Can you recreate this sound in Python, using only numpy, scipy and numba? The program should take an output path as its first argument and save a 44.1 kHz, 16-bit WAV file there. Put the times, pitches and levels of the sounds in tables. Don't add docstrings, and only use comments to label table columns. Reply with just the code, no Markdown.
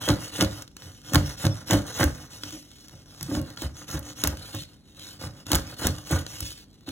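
import sys
import numpy as np
from scipy import signal
from scipy.fft import rfft, irfft, next_fast_len
from scipy.io import wavfile
from scipy.ndimage import uniform_filter1d
from numba import njit

SR = 44100
rng = np.random.default_rng(int(sys.argv[2]) if len(sys.argv) > 2 else 0)


def bounce(signal):
    frames = np.transpose(np.atleast_2d(signal))
    limited = np.clip(frames, -1, 1)
    pcm = np.round(limited * 32767).astype(np.int16)
    wavfile.write(sys.argv[1], SR, pcm)


N = 304851
TIME_S = np.arange(N) / SR


def undb(db):
    return 10 ** (np.asarray(db) / 20)


def unit(x):
    return x / np.sqrt(np.mean(x ** 2) + 1e-18)


def add(track, start_s, sound):
    i = max(int(start_s * SR), 0)
    track[i:i + len(sound)] += sound[:max(N - i, 0)]


def contour(points, hz):
    point_hz, db = np.transpose(points)
    return np.interp(np.log(hz + 1), np.log(point_hz), db)


def colour(x, points, tilt_db=0):
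    size = next_fast_len(len(x) + 2048, real=True) // 2 * 2
    hz = np.fft.rfftfreq(size, 1 / SR)
    db = contour(points, hz) + tilt_db * contour([(4500, 0.056), (13000, 0.95)], hz)
    cepstrum = irfft(np.log(undb(db)))
    cepstrum[1:size // 2] *= 2
    cepstrum[size // 2 + 1:] = 0
    response = np.exp(rfft(cepstrum))
    return irfft(rfft(x, size) * response, size)[:len(x)]


def resonate(x, hz, width_hz):
    return signal.lfilter(*signal.iirpeak(hz, hz / width_hz, SR), x)


@njit
def sweep(x, hz, width_hz):
    y, band, low = np.empty(len(x)), 0., 0.
    for i in range(len(x)):
        g, k = np.tan(np.pi * hz[i] / SR), width_hz / hz[i]
        v = (band + g * (x[i] - low)) / (1 + g * (g + k))
        band, low, y[i] = 2 * v - band, low + 2 * g * v, k * v
    return y


def walk(rate_per_s):
    k = max(int(SR / rate_per_s), 2)
    steps = np.repeat(rng.standard_normal(N // k + 1), k)[:N]
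    return 0.36 * uniform_filter1d(steps, k)


def slips(rate_per_s, spread_db, size=N):
    happens = rng.random(size) < rate_per_s / SR
    force = undb(spread_db * np.minimum(rng.exponential(size=size), 4))
    return unit(happens * force * rng.standard_normal(size))


def card_ring(t60_s, tick, size=2048):
    decay = undb(-60 * np.arange(size) / SR / t60_s)
    response = unit(rng.standard_normal(size) * decay) / np.sqrt(size)
    response[0] += tick
    return response


def moving_contact(grit, t60_s, size=4096):
    out, fade = np.zeros(N), np.sqrt(np.hanning(size))
    padded = np.pad(grit, (0, size))
    for i in range(0, N, size // 2):
        spot = padded[i:i + size] * fade
        add(out, i / SR, signal.fftconvolve(spot, card_ring(t60_s, tick=0.33)))
    return out


# frequency in Hz, level in dB per Hz.
RUMBLE_COLOUR = [(25, -10), (50, 5), (90, -1.5), (150, -8), (290, -6), (450, -16), (900, -25.5),
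                 (2200, -35.5), (5000, -54), (15500, -87)]
# frequency in Hz, mean level in dB rms.
APPLIANCE_HUM = [(101, -68), (151, -63), (204, -65.5), (253, -69), (297, -70)]


def room_tone():
    common = unit(colour(rng.standard_normal(N), RUMBLE_COLOUR)) * undb(0.51 * walk(1.48))
    own = np.array([unit(colour(rng.standard_normal(N), RUMBLE_COLOUR)) for _ in range(2)])
    hum = np.zeros(N)
    for hz, db in APPLIANCE_HUM:
        level = np.sqrt(2) * undb(db + 0.74 * walk(3.2))
        hum += level * np.sin(2 * np.pi * hz * TIME_S + walk(5.6))
    return undb(-56) * (common + 0.46 * own) + hum


def slide(start_s, length_s):
    progress = np.clip((TIME_S - start_s) / length_s, 0, 1)
    return 4 * progress * (1 - progress)


RISE_SHARE, FADE_FROM_SHARE, CRUNCH_T60_S = 0.42, 0.095, 0.31


def crunch(start_s, length_s):
    t = TIME_S - start_s
    rise = np.clip(t / (RISE_SHARE * length_s), 0, 1)
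    faded = np.clip((t - FADE_FROM_SHARE * length_s) / CRUNCH_T60_S, 0, 2)
    return rise * undb(-60 * faded)


# meets the seeds in s, run-up in s, ploughing in s, plate's lowest bend in Hz, thud in dB,
# hollow knock in dB, sliding hiss in dB, crunch in dB, pitch of the card's edge in Hz.
STROKE_PASSES = [(.076, 0.091, 0.032, 123, -32.5, -35.5, -35, -28.5, 3430),
                 (.395, 0.084, 0.048, 114, -32.5, -36, -34, -30, 3020),
                 (0.828, 0.074, 0.087, 107, -52.5, -61, -49.5, -51, 5700),
                 (1.128, .1, 0.052, 100, -26.5, -36.5, -43, -27.5, 5630),
                 (1.433, 0.069, 0.029, 125, -32, -37, -35.5, -37, 5600),
                 (1.696, 0.04, 0.066, 107, -31, -33, -34.5, -24, 5600),
                 (1.997, 0.064, 0.024, 82, -32, -37.5, -32, -26, 6060),
                 (2.526, 0.14, 0.037, 109, -63, -55, -44.5, -61, 5650),
                 (2.928, 0.035, 0.02, 84, -56.5, -63, -55.5, -70, 5440),
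                 (3.21, 0.17, 0.031, 137, -45.5, -55.5, -52.5, -64, 5450),
                 (3.283, 0.12, 0.095, 131, -42.5, -40, -46, -62, 5450),
                 (3.348, 0.06, 0.033, 99, -39, -39.5, -39.5, -47, 5300),
                 (3.614, 0.049, 0.039, 74.4, -40.5, -46, -40.5, -42, 4170),
                 (3.921, 0.057, 0.042, 99, -41.5, -45, -38, -39.5, 6100),
                 (4.232, 0.081, 0.034, 78.6, -37, -43.5, -40, -31.5, 5750),
                 (4.54, 0.032, 0.013, 123, -46, -51, -47, -72, 4250),
                 (5.231, 0.045, 0.025, 121, -45, -50, -41.5, -43.5, 5100),
                 (5.51, 0.056, 0.043, 90, -31.5, -39.5, -40, -26.5, 4900),
                 (5.83, 0.066, 0.05, 78.5, -32, -40.5, -35, -28, 4330),
                 (6.1, 0.061, 0.066, 99, -32.5, -40.5, -38.5, -28, 6250),
                 (6.4, 0.032, 0.036, 102, -43.5, -53.5, -57, -68, 5460),
                 (6.871, 0.012, 0.027, 94, -49, -55, -43.5, -67, 4070)]
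# start in s, length in s, hiss in dB, rasp of the plate in dB, pitch of the card's edge in Hz.
SWEEP_PASSES = [(0.177, 0.14, -38.5, -48, 5800), (0.459, 0.2, -43.5, -50, 5400),
                (0.88, 0.17, -54.5, -67, 5930), (1.217, 0.15, -39.5, -47, 5800),
                (1.51, 0.15, -47.5, -50.5, 5700), (1.842, 0.11, -39.5, -43, 6330),
                (2.106, .19, -48, -53.5, 6140), (2.287, 0.12, -44.5, -55, 5800),
                (2.377, 0.3, -46, -74, 5900), (2.596, 0.36, -54, -68.5, 5340),
                (2.925, 0.13, -57, -67, 5640), (3.405, 0.17, -50.5, -53, 4400),
                (3.736, 0.13, -45.5, -52, 6600), (4.019, 0.13, -44.5, -50.5, 6100),
                (4.349, 0.25, -43.5, -53, 4250), (4.522, 0.14, -41, -77, 4000),
                (4.636, 0.15, -58, -67.5, 4300), (4.845, 0.12, -59.5, -70, 3800),
                (4.942, 0.25, -45, -57.5, 4020), (5.336, 0.11, -52.5, -59.5, 5160),
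                (5.641, 0.13, -44.5, -50, 4730), (5.918, 0.13, -47.5, -50.5, 4850),
                (6.127, 0.11, -41, -46.5, 6560), (6.25, 0.19, -40.5, -53.5, 5640),
                (6.391, 0.16, -38, -58.5, 5240), (6.489, 0.17, -49.5, -71, 4900),
                (6.736, 0.029, -60, -74, 3900)]
RESTING_HISS_DB, RESTING_RASP_DB = -67, -92
FOLLOW_THROUGH_S = 0.03
RUN_UP_RASP_DB = -7.5
RASP_EXPONENT = 0.65
TURN_S = 0.02


def friction():
    hiss, rasp = undb(RESTING_HISS_DB) ** 2, undb(RESTING_RASP_DB) ** 2
    for meets_s, run_up_s, plough_s, _, _, _, slide_db, crunch_db, _ in STROKE_PASSES:
        sliding = undb(slide_db) * slide(meets_s - run_up_s, run_up_s + plough_s + FOLLOW_THROUGH_S)
        ploughing = undb(crunch_db) * crunch(meets_s, plough_s)
        hiss = hiss + sliding ** 2 + ploughing ** 2
        rasp = rasp + (undb(RUN_UP_RASP_DB) * sliding) ** 2 + ploughing ** 2
    for start_s, length_s, hiss_db, rasp_db, _ in SWEEP_PASSES:
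        sliding = np.abs(uniform_filter1d(slide(start_s, length_s), int(TURN_S * SR)))
        hiss = hiss + (undb(hiss_db) * sliding) ** 2
        rasp = rasp + (undb(rasp_db) * sliding ** RASP_EXPONENT) ** 2
    return 10 * np.log10(hiss), 10 * np.log10(rasp)


def edge_pitch():
    grips = [(meets_s, hz) for meets_s, *_, hz in STROKE_PASSES]
    grips += [(start_s + length_s / 2, hz) for start_s, length_s, *_, hz in SWEEP_PASSES]
    return np.interp(TIME_S, *np.transpose(sorted(grips)))


# frequency in Hz, level in dB per Hz.
EDGE_HISS_COLOUR = [(900, -24), (2150, -8), (2900, 0), (4500, -1), (6500, -1.5), (9000, -3), (11000, -6.5),
                    (15500, -10)]


def edge_hiss(hiss_db):
    unevenness = undb(1.4 * walk(140) + 1.2 * walk(30))
    hiss = moving_contact(slips(3000, spread_db=3.3) * unevenness, t60_s=0.061)
    hiss = hiss / np.sqrt(uniform_filter1d(hiss ** 2, 1800) + 1e-9)
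    edge = unit(sweep(hiss, edge_pitch(), width_hz=470.0))
    pressure = np.clip((hiss_db + 56.5) / 22, 0, 1)
    light = unit(unit(colour(hiss, EDGE_HISS_COLOUR, tilt_db=-1.5)) + 0.5 * edge)
    hard = unit(unit(colour(hiss, EDGE_HISS_COLOUR, tilt_db=1.5)) + 0.2 * edge)
    return ((1 - pressure) * light + pressure * hard) * undb(hiss_db)


# frequency in Hz, level in dB per Hz.
SEED_COLOUR = [(250, 9.5), (700, -4), (1500, 5.5), (2250, -1.5), (2900, 5), (6000, 8.5), (10000, 4),
               (15500, 1.5)]


def loose_seeds(hiss_db):
    ticks = moving_contact(slips(70, spread_db=2), t60_s=0.014)
    level_db = np.interp(hiss_db, [-66, -45, -25], [-70, -52.5, -38])
    return unit(colour(ticks, SEED_COLOUR, tilt_db=-7)) * undb(level_db)


# mean frequency in Hz, width in Hz, level in dB.
PAPER_RESONANCES = [(453, 114, 11.5), (755, 70, 7.5), (830, 40, 10), (1042, 133, 7), (1249, 52, 11),
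                    (1416, 41, 14.5), (1535, 213, 8.5), (1858, 160, 8.5), (1956, 164, 7)]


def paper(x):
    out = np.zeros(len(x))
    for k, (hz, width_hz, db) in enumerate(PAPER_RESONANCES):
        wandering_hz = hz * (1 + 0.042 * walk(6.8))
        out += (-1) ** k * undb(db) * sweep(x, wandering_hz, float(width_hz))
    return out


# frequency in Hz, width in Hz, level in dB.
BENDING_MODES = [(206, 12, 0), (256, 18, 0), (297, 14, 7), (330, 24, -6), (366, 20, -14), (512, 18, -6),
                 (540, 10, 3), (583, 10, -1), (622, 12, -5), (714, 24, -7), (853, 22, -5), (1083, 24, -6),
                 (1415, 40, -11), (1570, 25, -11), (1979, 40, -15)]


def bend(x):
    return sum(undb(db) * resonate(x, hz, width_hz) for hz, width_hz, db in BENDING_MODES)


def paper_rasp(rasp_db):
    catches = slips(900, spread_db=1) * undb(3 * walk(70))
    rasp = unit(paper(catches))
    rocking = unit(resonate(resonate(catches, 114, 76), 100, 81))
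    bending = unit(resonate(bend(catches), 242, 106))
    murmur_db = np.minimum(rasp_db, -49) + 5
    return rasp * undb(rasp_db) + (0.82 * rocking + 0.57 * bending) * undb(murmur_db)


# start in s, length in s, mean pitch in Hz, peak level in dB, unsteadiness in Hz (the
EDGE_SQUEAKS = [(.01, 0.1, 3230, -36, 110), (.402, .022, 2980, -22.5, 90), (1.23, 0.064, 5420, -40, 50),
                (1.487, .07, 5450, -40, 30), (1.5, 0.047, 3490, -48, 70), (1.516, .06, 9798, -53, 70),
                (3.757, 0.053, 6430, -46, 170), (3.886, .085, 6600, -42, 240),
                (4.042, 0.11, 6680, -47, 260), (4.172, .07, 6550, -39, 280), (5.645, 0.065, 5400, -48, 90)]


def squeaks():
    out = np.zeros(N)
    for start_s, length_s, hz, db, unsteady_hz in EDGE_SQUEAKS:
        size = int(length_s * SR)
        swell = np.hanning(size) * undb(2 * walk(400)[:size])
        pitch_hz = hz + 2 * unsteady_hz * walk(1200)[:size]
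        add(out, start_s, undb(db) * swell * np.sin(2 * np.pi * np.cumsum(pitch_hz) / SR))
    return out


SETTLING_SHARE, SETTLING_T60_S = 0.49, 0.34


def shoves():
    out = np.zeros(N)
    t = np.arange(SR // 3) / SR
    for start_s, _, plough_s, bend_hz, thud_db, knock_db, *_ in STROKE_PASSES:
        progress = np.minimum(t / plough_s, 1)
        settling = SETTLING_SHARE * progress * undb(-60 * np.maximum(t - plough_s, 0) / SETTLING_T60_S)
        push = np.sin(np.pi * progress ** 0.8) ** 2 + settling
        jolts = push * slips(630, spread_db=-1, size=len(t))
        thud = resonate(resonate(resonate(jolts, bend_hz, 81), 62, 117), 70, 190)
        thud += 0.42 * resonate(resonate(jolts, 127.8, 14), 134, 42)
        knock = resonate(bend(jolts), 264, 254)
        add(out, start_s, unit(thud) * undb(thud_db) + unit(knock) * undb(knock_db))
    return out


# frequency in Hz, level in dB per Hz.
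CLACK_COLOUR = [(90, -25), (170, -19), (290, 13.5), (400, -12.5), (500, 0), (700, -6.5), (1100, -6),
                (1600, 3), (2050, -5), (2700, -3), (15500, -21)]
# time in s, level in dB, hardness of the contact as its top frequency in Hz.
CLUMP_KNOCKS = [(.078, -34, 1200), (.094, -25, 710), (.103, -29.5, 900), (0.39, -33, 300),
                (0.422, -24, 700), (.431, -31.5, 594), (1.121, -37, 400), (1.136, -34.5, 1800),
                (1.147, -27, 2200), (1.157, -25.5, 1080), (1.168, -35, 696), (1.442, -38, 1300),
                (1.451, -34, 1300), (1.466, -32, 704), (1.701, -32.5, 1800), (1.71, -28, 1690),
                (1.719, -31, 700), (1.731, -29.5, 1190), (1.74, -27, 900), (1.75, -32, 895),
                (1.764, -39, 700), (1.997, -31.5, 2400), (2.009, -27, 1930), (2.031, -26.5, 2420),
                (2.04, -32, 1410), (2.436, -48.5, 3000), (3.21, -52, 2400), (3.291, -36.5, 280),
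                (3.35, -37.5, 1070), (3.364, -42, 880), (3.621, -37, 900), (3.932, -55, 900),
                (3.955, -44.5, 1800), (3.977, -44, 1590), (4.241, -41.5, 1200), (4.276, -38.5, 1200),
                (4.331, -45, 900), (4.546, -40, 940), (5.216, -46, 900), (5.505, -36.5, 1000),
                (5.518, -34, 2400), (5.547, -35, 2200), (5.532, -31.5, 2010), (5.558, -35.5, 2100),
                (5.819, -37.5, 1400), (5.85, -34, 900), (5.869, -33.5, 1400), (6.109, -33, 1100),
                (6.124, -34.5, 900), (6.133, -35.5, 1400), (6.881, -43, 367)]


def knocks(size=8192):
    out = np.zeros(N)
    for start_s, db, top_hz in CLUMP_KNOCKS:
        clack = unit(colour(card_ring(t60_s=0.051, tick=0.4, size=size), CLACK_COLOUR))
        body = unit(bend(signal.unit_impulse(size)))
        softness = signal.butter(2, top_hz, fs=SR)
        blow = signal.lfilter(*softness, clack + undb(-2) * body)
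        add(out, start_s, blow / np.std(blow[:size // 4]) * undb(db))
    return out


# time in s, level of the crack in dB, treble tilt in dB.
SEED_SNAPS = [(0.0879, -29.5, -10), (0.102, -34.5, -20), (0.409, -26, -14), (0.417, -32, -18),
              (0.424, -33, -1), (0.447, -38, -8), (0.622, -44, -1), (0.678, -55, -12), (0.767, -47.5, -9),
              (0.821, -53.5, -18), (1.135, -33.5, 6), (1.146, -27.5, 5), (1.1564, -23.5, -5),
              (1.4527, -36, -4), (1.467, -35, -8), (1.7091, -28, 3), (1.733, -31, -1), (1.819, -53.5, -8),
              (2.031, -31.5, -10), (2.04, -30.5, 5), (2.1486, -55, -2), (2.435, -39.5, -13),
              (2.8063, -63, 4), (2.814, -66, 0), (2.883, -54.5, -6), (3.21, -43.5, -9), (3.2288, -36, 10),
              (3.351, -42.5, -9), (3.415, -48.5, 6), (3.5625, -60, 0), (3.5736, -45.5, -24), (3.6, -63, 1),
              (3.6197, -41.5, 6), (3.978, -58, -16), (3.9924, -43.5, 21), (4.2378, -25, 3.5),
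              (4.2733, -27.5, 7.5), (4.548, -42, 8), (4.622, -50, 1), (5.467, -43.5, -7), (5.517, -25.5, 3),
              (5.5313, -31, -5), (5.5475, -30.5, -6), (5.5531, -24.5, 8), (5.5592, -34, -1),
              (5.849, -57, 0), (5.8693, -26, 4), (6.1114, -37, 12), (6.265, -42.5, -15), (6.405, -36.5, 5),
              (6.89, -46, -7)]


def snaps():
    out = np.zeros(N)
    for start_s, db, tilt_db in SEED_SNAPS:
        crack = colour(card_ring(t60_s=0.016, tick=0.45), SEED_COLOUR, tilt_db)
        add(out, start_s, unit(crack) * undb(db))
    return out + 0.26 * bend(out)


# time in s, level in dB, pitch in Hz.
PLATE_THUMPS = [(.1, -16.5, 106), (.421, -15.5, 104), (1.15, -9, 88.3), (1.462, -13, 105),
                (1.721, -13, 103), (2.004, -18.5, 106), (2.044, -12, 76.5), (3.375, -25, 78),
                (3.411, -27, 84), (3.646, -22.5, 69), (3.937, -26, 72), (4.2427, -17.5, 66.3),
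                (4.2728, -23.5, 71.6), (4.563, -31.5, 110), (5.265, -28, 110), (5.548, -16.5, 79),
                (5.882, -14, 80.7), (6.123, -15, 89.4), (6.147, -17, 85), (6.416, -31.5, 80),
                (6.886, -31, 100)]
THUMP_RISE_S, THUMP_T60_S = 0.0023, 0.16
RIM_HZ, RIM_DB, RIM_T60_S = 133.8, -13.5, 0.34


def thumps():
    out = np.zeros(N)
    t = np.arange(SR // 2) / SR
    rise = 1 - np.exp(-t / THUMP_RISE_S)
    rim = np.sin(2 * np.pi * RIM_HZ * t) * undb(RIM_DB - 60 * t / RIM_T60_S)
    for start_s, db, hz in PLATE_THUMPS:
        rock = np.sin(2 * np.pi * hz * t) * undb(-60 * t / THUMP_T60_S)
        add(out, start_s, undb(db) * rise * (rock + rim))
    return out


# start in s, length in s, mean pitch in Hz, level in dB.
PLATE_GROANS = [(2.525, .075, 300, -37), (3.285, 0.09, 283.2, -29.5), (3.33, .11, 239.6, -30),
                (4.545, 0.021, 293, -44), (6.88, 0.051, 268, -33)]


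def groans():
    out = np.zeros(N)
    for start_s, length_s, hz, db in PLATE_GROANS:
        size = int(length_s * SR)
        swell = np.sin(np.pi * np.sqrt(np.arange(size) / size))
        pitch_hz = hz * (1 + 0.05 * walk(88)[:size])
        phase = 2 * np.pi * np.cumsum(pitch_hz) / SR
        add(out, start_s, undb(db) * swell * (np.sin(phase) + undb(-24) * np.sin(2 * phase)))
    return out


# frequency in Hz, phase in radians.
LEFT_LEAD = [(0, 0), (1500, 0), (2200, .6), (2380, 2.5), (2900, 1.2), (3800, 1.6), (4800, 3.14),
             (9000, 9.4), (13250, 15.7), (16000, 19.4)]
# frequency in Hz, difference in dB.
LEFT_BALANCE = [(60, -1), (250, -.5), (600, -2.1), (1400, -2.8), (2200, -1.6), (2700, 0), (15000, 0)]


def microphones(x):
    hz = np.fft.rfftfreq(2 * next_fast_len(N // 2 + SR // 10), 1 / SR)
    spectrum = rfft(x, 2 * (len(hz) - 1))
    lean = undb(contour(LEFT_BALANCE, hz) / 2)
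    lag = np.exp(-1j * np.interp(hz, *np.transpose(LEFT_LEAD)))
    return np.array([irfft(spectrum * lean)[:N], irfft(spectrum * lag / lean)[:N]])


def room(x, t60_s, wet_db):
    t = np.arange(SR // 2) / SR
    decay = undb(-60 * t / t60_s) * np.clip((t - 0.004) / 0.00033, 0, 1)
    mid, side = rng.standard_normal((2, len(t))) * decay
    mid = colour(mid, [(100, 3), (1500, 2), (4000, -2), (15000, -5)])
    side = colour(side, [(100, -10), (300, -1), (550, 6), (1500, 4), (4000, 0), (15000, -2)])
    responses = [unit(r) / np.sqrt(len(t)) for r in (mid + side, mid - side)]
    return undb(wet_db) * np.array([signal.fftconvolve(x, r)[:N] for r in responses])


# frequency in Hz, gain in dB.
TREBLE_COLOUR = [(2000, 0), (2500, 1.5), (3000, .5), (4200, 1), (4800, -1), (5400, .5), (6800, -.5),
                 (7600, -4), (8200, 1), (9300, -.5), (10000, 1.5), (11000, -2), (12300, 0), (15500, -1)]


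def scene():
    hiss_db, rasp_db = friction()
    lightness = 1 - np.clip((hiss_db + 55) / 20, 0, 1)
    rustle_db = 2.2 * walk(22) * lightness
    scraping = edge_hiss(hiss_db + rustle_db) + loose_seeds(hiss_db) + paper_rasp(rasp_db + rustle_db)
    scraping = scraping + squeaks() + groans()
    plate = scraping + shoves() + knocks() + snaps() + thumps()
    plate = colour(plate, TREBLE_COLOUR)
    return microphones(plate) + room(plate, t60_s=0.3, wet_db=-15) + room_tone()


def record(dry):
    dry = 0.9 * np.tanh(dry / 0.9)
    dry = signal.sosfilt(signal.butter(5, 44, "high", fs=SR, output="sos"), dry)
    return signal.sosfilt(signal.ellip(8, 0.2, 70, 15800, fs=SR, output="sos"), dry)


dry = scene()
out = record(dry)
bounce(out)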